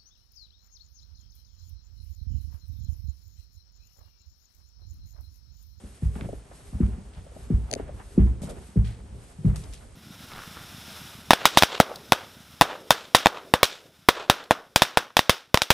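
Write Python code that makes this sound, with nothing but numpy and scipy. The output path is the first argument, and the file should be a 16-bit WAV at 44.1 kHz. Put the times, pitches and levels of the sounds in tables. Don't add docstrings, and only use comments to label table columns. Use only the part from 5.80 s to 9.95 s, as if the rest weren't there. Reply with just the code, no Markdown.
import sys
import numpy as np
from scipy import signal
from scipy.fft import rfft, irfft, next_fast_len
from scipy.io import wavfile
from scipy.ndimage import uniform_filter1d, map_coordinates

SR = 44100
rng = np.random.default_rng(int(sys.argv[2]) if len(sys.argv) > 2 else 0)


def store_pcm(level_fs):
    pcm = np.round(np.clip(level_fs, -1, 1) * 32767).astype(np.int16)
    wavfile.write(sys.argv[1], SR, np.atleast_2d(pcm).T)


def gain_from_db(level_db):
    decades = np.asarray(level_db, float) / 20
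    return 10 ** decades


N = 183191

# t/s, tread level/dB, riser level/dB, board level/dB, foot rolls down after/s
FOOTFALLS = [
    (0.223, -23, -26, -56, .003),
    (1.005, -14, -30, -25, .025),
    (1.704, -16, -27, -24, .017),
    (2.379, -8.5, -30, -13.5, .03),
    (2.96, -20, -28, -25, .01),
    (3.646, -15.5, -15, -31, .016),
]


def unit(x):
    return x / np.sqrt(np.mean(x ** 2) + 1e-20)


def along(points, hz):
    f, v = np.transpose(points)
    return np.interp(np.log(hz + 1), np.log(f + 1), v)


def wobble(rate):
    knots = rng.standard_normal(int(N * rate / SR) + 4)
    return map_coordinates(knots, [np.arange(N) * rate / SR])


def filtered(x, response):
    m = next_fast_len(x.shape[-1] + SR // 4)
    return irfft(rfft(x, m) * response(np.fft.rfftfreq(m, 1 / SR)), m)[..., :x.shape[-1]]


def rush(spectrum, n=N):
    # f/Hz, correlation [1]
    likeness = [(60, 0.91), (300, 0.96), (700, 0.38), (1500, 0.37), (3500, 0.55), (6500, 0.44),
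                (8000, 0.81), (10200, 0.98), (12000, 0.61)]
    turn = lambda hz: np.arccos(np.clip(along(likeness, hz), -1, 1)) / 2
    shape = lambda hz: gain_from_db(along(spectrum, hz)) * [np.cos(turn(hz)), np.sin(turn(hz))]
    mid, side = filtered(rng.standard_normal((2, n)), shape)
    return unit(np.array([mid + side, mid - side]))


def ring(modes, t, scatter_db):
    return sum(gain_from_db(db + rng.normal(0, scatter_db) - 60 * t / t60) * np.sin(2 * np.pi * hz * t)
               for hz, db, t60 in modes)


def add(track, s, sound):
    part = track[..., max(round(s * SR), 0):][..., :sound.shape[-1]]
    part += sound[..., :part.shape[-1]]


def stir():
    # t/s, level/dB
    feet_moves = [(0.0, -61), (0.27, -71), (0.4, -52), (0.59, -64), (0.94, -65), (1.1, -58), (1.28, -64),
                  (1.84, -61), (2.0, -52), (2.33, -65), (2.43, -54), (2.57, -59), (2.71, -51), (2.93, -66),
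                  (3.32, -60), (3.58, -69), (3.7, -56), (4.15, -68)]
    # t/s, level/dB
    leg_swings = [(0, -58), (.5, -58), (.63, -65), (.83, -54.5), (1.33, -68), (1.6, -57), (1.85, -64),
                  (2.0, -59), (2.1, -76), (2.21, -55), (2.47, -58), (2.57, -76), (2.82, -55), (3.3, -75),
                  (3.42, -56), (3.55, -63), (3.83, -53), (4.15, -61)]
    # f/Hz, level/dB
    floor_colour = [(12, -51), (20, -3.5), (65, 3), (134, -12), (254, -17), (356, -23), (395, -15.5),
                    (450, -21), (580, -28), (990, -120)]
    # f/Hz, level/dB
    pile_colour = [(240, -28), (400, -16), (702, -8), (1180, -16), (1230, -14.5), (1590, -18.5),
                   (3500, -29.5), (4550, -51), (7700, -120)]
    # f/Hz, level/dB
    cloth_colour = [(700, -25), (1200, -5), (2200, -6.5), (4100, -8), (7000, -8), (13000, -5.5)]
    # f/Hz, level/dB
    air_colour = [(60, -27), (100, -4.5), (280, -20), (500, -17.5), (1150, -27.5), (4500, -33),
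                  (13000, -34.5)]
    time = np.arange(N) / SR
    feet_db = np.interp(time, *np.transpose(feet_moves))
    swing_db = np.interp(time, *np.transpose(leg_swings))
    floor_db = feet_db.mean() + 1.1 * (feet_db - feet_db.mean())
    shudder = gain_from_db(floor_db + 17.5 + 2.6 * wobble(14)) * rush(floor_colour)
    pile = gain_from_db(feet_db + 3.6 * wobble(40)) * rush(pile_colour)
    cloth = gain_from_db(swing_db + 1.9 * wobble(25.33)) * rush(cloth_colour)
    air = gain_from_db(-56.5) * rush(air_colour)
    return shudder + pile + cloth + air


def steps():
    # frequency ratio [1], level/dB
    cavity = [(.82, -0.5), (1.0, 9), (1.19, -6)]
    # f/Hz, level/dB, t60/s
    tread = [(171.7, -8, 0.09), (197, 1, 0.15), (220.5, -6.5, .2)]
    # f/Hz, level/dB, t60/s
    boards = [(292.3, -3.5, 0.12), (345.7, 3, 0.11), (413, -1, 0.093), (470.5, -8, 0.062)]
    # t/s, tread level/dB, riser level/dB, riser f/Hz
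    light_contacts = [(0.038, -38, -49.5, 95), (0.36, -27, -56, 97), (0.419, -33, -37, 101),
                      (0.457, -30, -35, 117), (0.927, -36.5, -48, 98), (0.951, -34, -32, 95.5),
                      (1.181, -35, -62, 116), (1.376, -48, -37, 92), (1.562, -43, -62, 96),
                      (2.198, -45.5, -51, 94), (2.618, -34, -34, 121), (2.637, -31, -37, 155),
                      (2.888, -43, -53, 97), (3.234, -50, -44, 96), (3.324, -45, -43, 118),
                      (3.586, -43, -33, 145)]
    # t/s, level/dB, cavity f/Hz
    weight_shifts = [(0.044, -38.5, 66.6), (1.26, -41, 56), (0.384, -40, 66), (0.448, -43, 63.4),
                     (0.552, -38, 54.7), (.87, -41.5, 55), (0.944, -29, 69.3), (1.372, -35, 73.8),
                     (1.49, -43, 61), (2.049, -47, 56), (2.25, -41, 57), (2.433, -16, 60.8),
                     (2.632, -36, 68.4), (3.199, -43, 50.4), (3.308, -52, 60), (3.899, -37, 50.3),
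                     (4.061, -45, 60.5)]
    # ball level/dB, its riser f/Hz, body weight level/dB, weight sinks in after/s
    follow_through = [
        (-20, 99, -19, .029),
        (-25, 95, -17, .024),
        (-24, 98, -14.5, .034),
        (-18, 112, -12, .02),
        (-12.5, 110, -15, .025),
        (-15, 118, -19, .034),
    ]
    heel_riser_hz, heel_ring, ball_ring, light_ring = 152, .85, .75, .95
    rebound_s, rebound_db = .1, -18
    cavity_hz, cavity_t60, shift_t60 = 60, .19, .25
    out, t = np.zeros(N), np.arange(SR // 2) / SR

    contacts = [(s, db, riser_db, hz, db - 13, light_ring) for s, db, riser_db, hz in light_contacts]
    loads = [(*row, shift_t60) for row in weight_shifts]
    for (s, heel, riser, board, roll), (ball, ball_hz, weight, sink) in zip(FOOTFALLS, follow_through):
        contacts.append((s, heel, riser, heel_riser_hz, board, heel_ring))
        contacts.append((s + roll, ball - 9, ball, ball_hz, ball - 13, ball_ring))
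        loads.append((s + sink, weight, cavity_hz, cavity_t60))
        loads.append((s + sink + rebound_s, weight + rebound_db, cavity_hz, shift_t60))

    for s, tread_db, riser_db, riser_hz, board_db, length in contacts:
        longer = lambda modes: [(hz, db, t60 * np.clip(length, .2, 2)) for hz, db, t60 in modes]
        riser_modes = [(riser_hz, 0, .23), (riser_hz * 0.74, -7, .3)]
        thud = gain_from_db(tread_db - 0.5) * ring(longer(tread), t, scatter_db=2.5)
        thud -= gain_from_db(riser_db + 3.5) * ring(longer(riser_modes), t, scatter_db=1.4)
        thud -= gain_from_db(board_db - 1.0) * ring(longer(boards), t, scatter_db=2.4)
        add(out, s - .004, thud * (1 - np.exp(-t / 0.0019)))

    for s, db, boom_hz, t60 in loads:
        boom = ring([(boom_hz * ratio, level, t60) for ratio, level in cavity], t, scatter_db=1.5)
        add(out, s - .012, gain_from_db(db) * boom * (1 - np.exp(-t / 0.0041)) ** 2)
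    return filtered(out, lambda hz: 1 / (1 + 1j * hz / 520) ** 2)


def stairwell(x):
    # f/Hz, t60/s
    decay = [(50, 0.48), (200, 0.39), (800, 0.31), (8000, 0.16)]
    hz, t, z = signal.stft(rng.standard_normal((3, SR)), SR, nperseg=1024)
    tail = signal.istft(z * gain_from_db(-60 * t / along(decay, hz)[:, None]), SR, nperseg=1024)[1]
    pair = np.array([tail[0] + 0.075 * tail[1], tail[0] - 0.2 * tail[1]])
    late = np.pad(x, (400, 0))[None]
    return signal.fftconvolve(late, pair / np.linalg.norm(tail[0]), axes=1)[:, :N]


def taps():
    # t/s, level/dB, f/Hz, low body level/dB
    tap_events = [(0.042, -50.5, 590, -48.5), (0.358, -43, 845, -41), (0.489, -31.5, 570, -36),
                  (0.529, -38, 640, -31), (0.713, -45, 565, -56), (1.466, -44.5, 547, -57),
                  (1.519, -45, 514, -58), (1.565, -38.5, 636, -45), (1.908, -38, 600, -42),
                  (1.922, -34, 656, -37), (1.931, -28, 603, -27.5), (1.96, -29, 550, -28.5),
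                  (1.997, -32.5, 675, -27), (2.092, -34, 600, -58), (2.2, -41.5, 794, -45),
                  (2.617, -47, 565, -54), (2.633, -38.5, 594, -36.5), (2.688, -38, 520, -52),
                  (2.701, -38, 590, -40), (2.712, -37, 567, -39), (2.726, -40, 477, -39),
                  (3.676, -39, 520, -35)]
    pan_db = 2.1
    out, t = np.zeros((2, N)), np.arange(SR // 10) / SR
    for s, db, tap_hz, body_db in tap_events:
        tap = gain_from_db(db + 13.5) * ring([(tap_hz, 0, .024), (tap_hz * 1.17, -9, .03)], t, scatter_db=1.2)
        tap += gain_from_db(body_db + 8.5) * ring([(402, 2.5, 0.03), (282, -2.5, 0.037)], t, scatter_db=0.1)
        tap *= (1 - np.exp(-t / .0016)) ** 2
        add(out, s - .0015, gain_from_db([[pan_db / 2], [-pan_db / 2]]) * tap)
    out[0] = np.roll(out[0], 9)
    return filtered(out, lambda hz: 1 / (1 + (hz / 950) ** 6))


def scuffs():
    # t/s, level/dB, drag/s, centre f/Hz, tick level/dB
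    sole_scuffs = [(.354, -43, 0.015, 1290, -39), (0.41, -44, 0.01, 1500, -22),
                   (.71, -44.5, 0.035, 800, -60), (.93, -48, 0.035, 695, -60),
                   (1.031, -42, 0.014, 1000, -35), (1.065, -69, .01, 1960, -40),
                   (1.335, -58, 0.067, 2500, -47), (1.98, -47, 0.06, 1180, -70),
                   (2.198, -44, 0.03, 1000, -38), (3.043, -49, 0.085, 2330, -62),
                   (3.69, -46, 0.04, 1000, -60), (3.759, -44, 0.0086, 5500, -35),
                   (3.838, -50, .008, 4500, -44), (3.925, -51, 0.05, 3630, -55)]
    # t/s, level/dB, drag/s, tick level/dB
    brushes = [
        (2.618, -51.5, .054, -50),
        (2.692, -50.5, .022, -54),
        (3.05, -61, .09, -60),
        (3.76, -55, .08, -41),
        (3.936, -53, .012, -41.5),
    ]
    heel_grows = .45
    out, t = np.zeros((2, N)), np.arange(SR // 4) / SR
    strokes = [(*row, .9) for row in sole_scuffs]
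    strokes += [(s, db, drag, 5200, tick_db, 4.5) for s, db, drag, tick_db in brushes]
    strokes += [(s, heel_grows * db - 41, .06, 780, heel_grows * db - 53, 1.1) for s, db, *_ in FOOTFALLS]
    for s, db, drag, centre_hz, tick_db, octaves in strokes:
        clumps = gain_from_db(2.6 * unit(uniform_filter1d(rng.standard_normal(len(t)), size=100)))
        fade = np.exp(-(t / np.clip(drag, .003, .2)) ** 1.6)
        swell = gain_from_db(db) * (1 - np.exp(-t / 0.0014)) * fade * clumps
        tick = gain_from_db(tick_db) * np.exp(-t / 0.00075)
        burst = rush([(20, 0.0068), (20000, 0.0047)], len(t)) * (swell + tick)
        band = lambda hz: gain_from_db(6 - 5.25 * (np.log2((hz + 1) / centre_hz) / octaves) ** 2)
        add(out, s, filtered(burst, band))
    return out


def creaks():
    # t/s, level/dB
    slip_events = [
        (1.9127, -21.5),
        (1.9281, -22),
        (1.937, -12),
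        (1.9507, -30),
    ]
    # f/Hz, width/Hz, level/dB
    near_shell = [(2250, 1100, -8), (4700, 1800, -2), (6350, 900, 1.5), (9400, 1000, -9),
                  (11000, 1500, -20)]
    # f/Hz, width/Hz, level/dB
    far_shell = [(4140, 1200, -11), (6500, 2000, -21), (9400, 1200, -15), (10700, 1700, -21)]
    slips, t = np.zeros(N), np.arange(SR // 100) / SR
    for s, db in slip_events:
        click = 4.2 * (t == 0)
        grind = .45 * rng.standard_normal(len(t)) * t / 0.00036 * np.exp(1 - t / 0.00035)
        add(slips, s + .0008, gain_from_db(db + 7.5) * (click + grind))
    shell = lambda modes: lambda f: sum(gain_from_db(db) * 1j * f * w / (c * c - f * f + 1j * f * w) for c, w, db in modes)
    duller = lambda hz: .22 + .78 / (1 + (hz / 6900) ** 12)
    left = filtered(slips, lambda hz: shell(near_shell)(hz) * duller(hz))
    right = filtered(np.roll(slips, -20), shell(far_shell))
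    return np.array([left, right])


def scene():
    feet, knocks, soles = steps(), taps(), scuffs()
    echo = gain_from_db(-11) * stairwell(feet) + gain_from_db(-11) * stairwell(soles.mean(axis=0))
    faint_echo = gain_from_db(-21) * stairwell(knocks.mean(axis=0))
    return feet + knocks + soles + echo + faint_echo + creaks() + stir()


def ports(dry):
    # f/Hz, level/dB
    port_tone = [(7000, 0.5), (8500, 3.5), (10200, 6.5), (11200, 2), (11900, -11), (12800, -19),
                 (14000, -46)]
    # f/Hz, phase [rad]
    right_ahead = [(60, .3), (500, .4), (900, -.4), (1500, .3), (3700, -.6), (5200, -.6), (6600, -.2),
                   (7700, -.75), (8600, .1), (9300, 1.55), (9850, 2.75), (10300, 3.14), (10900, 3.9),
                   (11500, 6.2)]
    # f/Hz, level/dB
    left_over = [(60, -0.7), (200, 1.5), (350, -1), (900, -2), (2500, .5), (5000, 2), (8500, 0.5)]
    delay = lambda hz: np.exp(-2j * np.pi * 0.64 * np.log((hz + 12) / 22050))
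    bass_cut = lambda hz: (hz / (hz - 40j)) ** 2
    balance = lambda hz: gain_from_db(np.outer([.5, -.5], along(left_over, hz)))
    phase = lambda hz: np.exp(np.outer([-.5j, .5j], along(right_ahead, hz)))
    tone = lambda hz: gain_from_db(along(port_tone, hz))
    return filtered(dry, lambda hz: delay(hz) * bass_cut(hz) * balance(hz) * phase(hz) * tone(hz))


def hush_faint_bands(pair):
    # f/Hz, level over the usual 5 kHz level/dB
    threshold = [(2500, -40), (4000, -15), (6000, -11.5), (7500, -11.5), (8600, -8), (10300, -3),
                 (11500, -3.7), (12200, -5)]
    hz, _, z = signal.stft([pair[0] + pair[1], pair[0] - pair[1]], SR, nperseg=2048)
    power = np.mean(abs(z[:, :-1].reshape(2, 64, 16, -1)) ** 2, axis=2)
    centre = hz[8::16, None]
    usual = np.median(power[0, 14])
    is_open = power > usual * gain_from_db(2 * along(threshold, centre))
    z[:, :-1] *= np.repeat(is_open, 16, axis=1)
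    mid, side = signal.istft(z, SR, nperseg=2048)[1][:, :N] / 2
    return np.array([mid + side, mid - side])


def roll_off(x):
    return signal.sosfilt(signal.butter(12, 13080, fs=SR, output="sos"), x)


def record(dry):
    mix = hush_faint_bands(ports(dry))
    return roll_off(mix)


dry = scene()
out = record(dry)
store_pcm(out)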